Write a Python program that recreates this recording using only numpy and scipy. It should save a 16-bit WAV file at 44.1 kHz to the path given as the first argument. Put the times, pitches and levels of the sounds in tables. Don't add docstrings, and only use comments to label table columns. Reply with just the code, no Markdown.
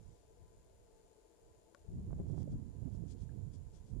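import sys
import numpy as np
from scipy import signal
from scipy.fft import rfft, irfft
from scipy.io import wavfile

SR = 44100
rng = np.random.default_rng(int(sys.argv[2]) if len(sys.argv) > 2 else 0)


def transcribe(u):
    v = np.clip(np.atleast_2d(u).T, -1, 1)
    q = np.round(v * 32767).astype(np.int16)
    wavfile.write(sys.argv[1], SR, q)


N = 176400
BIN_HZ = np.arange(N // 2 + 1) * SR / N


def undb(db):
    return 10 ** (np.asarray(db) / 20)


def unit(x):
    return x / np.sqrt(np.mean(x ** 2))


def db_at(spectrum, hz):
    points_hz, db = np.array(spectrum, float).T
    return np.interp(np.log(np.maximum(hz, 1)), np.log(points_hz), db)


def colour(x, spectrum):
    hz = np.maximum(BIN_HZ, 1)
    skirts = np.minimum(hz / spectrum[0][0], 1) ** 2 * np.minimum(spectrum[-1][0] / hz, 1) ** 2
    return unit(irfft(rfft(x) * undb(db_at(spectrum, hz)) * skirts, N))


def noise():
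    return rng.standard_normal(N)


def wander(rate_hz):
    return unit(irfft(rfft(noise()) * np.exp(-.5 * (BIN_HZ / rate_hz) ** 2), N))


def decay(age, tau_s):
    return (age >= 0) * np.exp(-np.maximum(age, 0) / tau_s)


def on_left(x, right_db):
    return np.outer([1, undb(right_db)], x)


# (frequency [Hz], relative density [dB])
HISS_SPECTRUM = [(30, 17.5), (150, 11), (300, 10), (650, 5), (800, -1.5), (1200, 1), (2500, -2), (5000, -3),
                 (8000, -5.5), (10500, -5), (12500, -13), (13500, -14), (14500, -25)]


def microphone_hiss(left_db=-76, right_db=-78):
    return np.array([undb(db) * colour(noise(), HISS_SPECTRUM) for db in (left_db, right_db)])


# (frequency [Hz], relative density [dB])
WHIRR_SPECTRUM = [(100, -24.5), (200, -11), (250, -18), (290, -11), (335, -4), (365, -10), (400, -3),
                  (465, 1), (525, -12.5), (570, -11), (690, -8.5), (780, -20), (1150, -29), (1300, -35),
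                  (1550, -29), (2200, -53)]
# (frequency [Hz], half-width [Hz], left level [dB], right level [dB])
WHINE_RESONANCES = [(874, 27, -83.5, -82.5), (1002.5, 10, -84, -94.5), (7190, 540, -83.5, -103),
                    (9180, 400, -90, -104), (14100, 83, -94.5, -104)]


def mechanism_whirr(whirr_db=-66):
    out = on_left(undb(whirr_db) * colour(noise(), WHIRR_SPECTRUM), right_db=-22)
    for hz, half_width_hz, left_db, right_db in WHINE_RESONANCES:
        resonance = 1 / (1 + ((BIN_HZ - hz) / half_width_hz) ** 2)
        for port, db in enumerate((left_db, right_db)):
            out[port] += undb(db) * unit(irfft(rfft(noise()) * resonance, N))
    return out


# (frequency [Hz], relative density [dB])
BUZZ_LEFT_SPECTRUM = [(2000, -28.5), (4000, -16), (4850, -9), (5500, -9), (6500, -7), (7050, 4.5),
                      (7400, -2), (7900, -21), (8700, -20), (9200, -16.5), (9800, -11.5), (11000, -14),
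                      (13000, -21)]
BUZZ_RIGHT_SPECTRUM = [(6000, -52), (7200, -26), (8000, -11), (8700, 8), (9200, 20.5), (9900, -14),
                       (10800, -27), (13000, -16)]


def mechanism_buzz(t, rate_hz=119.88, offset_s=0.0047, weak_db=-3, left_db=-80.5, right_db=-89):
    cycle = (t - offset_s) * rate_hz
    bursts = decay(cycle % 1 / rate_hz, tau_s=0.0014) * undb(weak_db * (cycle % 2 < 1))
    jolt = noise()[(cycle % 2 / rate_hz * SR).astype(int)]
    drive = bursts * (jolt + 0.19 * noise())
    return np.array([undb(left_db) * colour(drive, BUZZ_LEFT_SPECTRUM),
                     undb(right_db) * colour(drive, BUZZ_RIGHT_SPECTRUM)])


# (frequency [Hz], relative density [dB])
SCUFF_SPECTRUM = [(250, -14), (380, -9), (600, -15), (1250, -15), (1550, 3), (1800, -5), (2100, -8),
                  (2450, -30)]


def handling_scuff(t, at_s=3.291, level_db=-66):
    scuff = colour(noise(), SCUFF_SPECTRUM) * decay(t - at_s, tau_s=0.0078)
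    return on_left(undb(level_db) * scuff, right_db=-12)


# (frequency [Hz], relative level [dB], T60 [s])
BODY_MODES = [(570, -0.5, 0.054), (1120, 1, .028), (1424, -1, 0.028), (1490, 1.5, 0.02), (2230, -12, 0.021),
              (3100, -17, .014)]
# (frequency [Hz], relative density [dB])
CRACK_SPECTRUM = [(450, 2), (900, 0), (2200, -6), (3200, -9), (6500, -5), (9000, -14), (11500, -27)]


def body_click(t, at_s=1.7476, ring_db=-55, crack_db=-53.5):
    age = t - at_s
    ring = sum(undb(db) * decay(age, t60_s / np.log(1000)) * np.sin(2 * np.pi * hz * age)
               for hz, db, t60_s in BODY_MODES)
    crack = colour(noise(), CRACK_SPECTRUM) * decay(age, tau_s=0.0013)
    return on_left(undb(ring_db) * ring + undb(crack_db) * crack, right_db=-12)


# (peak time [s], level [dB], swell [s], fade [s])
REED_SWISHES = [(0.17, -79, 0.18, 0.055), (0.98, -85.5, 0.046, 0.062), (2.32, -75, 0.04, 0.014),
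                (2.389, -70.5, 0.024, 0.033), (2.521, -72.5, 0.013, .012), (2.955, -73.5, 0.027, 0.014),
                (3.12, -65, 0.029, 0.013), (3.225, -71, 0.032, .018), (3.54, -69, .008, 0.024),
                (3.76, -69.5, .022, .025), (3.875, -75, 0.017, 0.04)]
# (time [s], level [dB])
STALK_TICKS = [(1.793, -63), (2.419, -67), (2.43, -60.5)]
# (frequency [Hz], relative density [dB])
REED_SPECTRUM = [(1200, -7.5), (2500, -9), (3050, -7), (3300, 3), (3650, -4.5), (5200, 1), (7200, 1),
                 (10000, -7), (12000, -24), (14500, -30)]


def reeds(t, grain_db=1.5, right_db=-32):
    rub = sum(undb(db) * np.exp(-.5 * ((t - at_s) / np.where(t < at_s, swell_s, fade_s)) ** 2)
              for at_s, db, swell_s, fade_s in REED_SWISHES)
    ticks = sum(undb(db) * decay(t - at_s, tau_s=0.00084) for at_s, db in STALK_TICKS)
    grain = unit(undb(grain_db * wander(rate_hz=270)))
    envelope = rub * grain + ticks
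    return np.array([colour(noise(), REED_SPECTRUM) * envelope * gain for gain in (1, undb(right_db))])


# (time [s], level [dB], rise [s])
EDDY_THUMPS = [(2.1078, -36.5, 0.00027), (2.1302, -30, 0.00026), (2.197, -28.5, 0.00086),
               (2.300, -32.5, 0.00047), (2.342, -31.5, 0.00062), (2.38, -31.5, 0.00028),
               (2.425, -31.5, 0.00093), (2.831, -36.5, 0.00043), (2.877, -31.5, 0.00061)]
# (frequency [Hz], relative density [dB])
SWIRL_SPECTRUM = [(200, -2), (450, 3), (750, -3.5), (1200, -19.5), (2000, -30)]


def eddy_thumps(t, suction=0.44, relax_s=0.004, swirl_db=-22.5, swirl_s=0.0089):
    swirl = undb(swirl_db) * colour(noise(), SWIRL_SPECTRUM)
    out = np.zeros(N)
    for at_s, db, rise_s in EDDY_THUMPS:
        jump = .5 + .5 * np.tanh((t - at_s) / rise_s)
        away_s = np.hypot(t - at_s, rise_s)
        pressure = (jump - suction * (1 - jump)) * np.exp(-away_s / relax_s)
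        out += undb(db) * (pressure + swirl * np.exp(-away_s / swirl_s))
    return out


# (time [s], level before trim [dB])
LEFT_GUSTS = [(0, -84), (0.22, -72.5), (0.38, -66.5), (0.42, -53), (0.48, -60.5), (0.8, -75), (1.7, -84),
              (1.86, -57.5), (1.899, -43.5), (2.0, -43), (2.14, -49), (2.208, -34.5), (2.29, -60),
              (2.42, -59), (2.5, -45), (2.559, -37), (2.62, -62), (3.102, -67), (3.7, -64.5), (4.0, -60.5)]
RIGHT_GUSTS = [(0, -53), (0.082, -49.5), (0.2, -67.5), (0.55, -62), (1.07, -68.5), (1.16, -73.5),
               (1.39, -76.5), (1.47, -61), (1.68, -74), (1.88, -63.5), (1.94, -42), (2.22, -40),
               (2.32, -37), (2.58, -40), (2.739, -46.5), (2.819, -41), (3.02, -39.5), (3.27, -45),
               (3.339, -41.5), (3.6, -45.5), (3.74, -50.5), (3.88, -48), (3.938, -40.5), (4.0, -42)]
# (frequency [Hz], relative density [dB])
BUFFET_SPECTRUM = [(20, -24), (45, -6.5), (85, 0), (125, -0.5), (190, -4), (280, -10.5), (400, -21),
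                   (600, -30), (900, -46), (1500, -56), (3000, -84.5)]


def wind_buffeting(t, gusts, reference_db=-37, trim_db=0.5, calm_stretch=0.46, flicker_db=2.7):
    gust_db = np.interp(t, *np.array(gusts, float).T)
    stretch = calm_stretch + (1 - calm_stretch) * undb(gust_db - reference_db) ** 0.95
    octave = np.log2(np.maximum(BIN_HZ, 1))
    air = rfft(noise())
    eddies = wander(rate_hz=65)
    out, power = 0, 0
    for hz in 20 * 2 ** np.arange(0, 7.5, .5):
        window = np.maximum(1 - 2 * abs(octave - np.log2(hz)), 0)
        band = unit(irfft(air * window, N))
        gain = undb(db_at(BUFFET_SPECTRUM, hz / stretch)) * np.sqrt(hz)
        eddy_db = 2 * min(hz / 250, 1.6)
        flutter_db = eddy_db * eddies + flicker_db * wander(rate_hz=16)
        out += band * gain * undb(flutter_db)
        power += gain ** 2
    return unit(out / np.sqrt(power)) * undb(gust_db + trim_db)


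def scene():
    t = np.arange(N) / SR
    wind = np.array([wind_buffeting(t, LEFT_GUSTS), wind_buffeting(t, RIGHT_GUSTS) + eddy_thumps(t)])
    camera = mechanism_whirr() + mechanism_buzz(t) + handling_scuff(t) + body_click(t)
    return microphone_hiss() + camera + reeds(t) + wind


def record(dry):
    cutoff_hz = 14450
    return signal.sosfilt(signal.ellip(8, .2, 70, cutoff_hz, fs=SR, output="sos"), dry)


dry = scene()
out = record(dry)
transcribe(out)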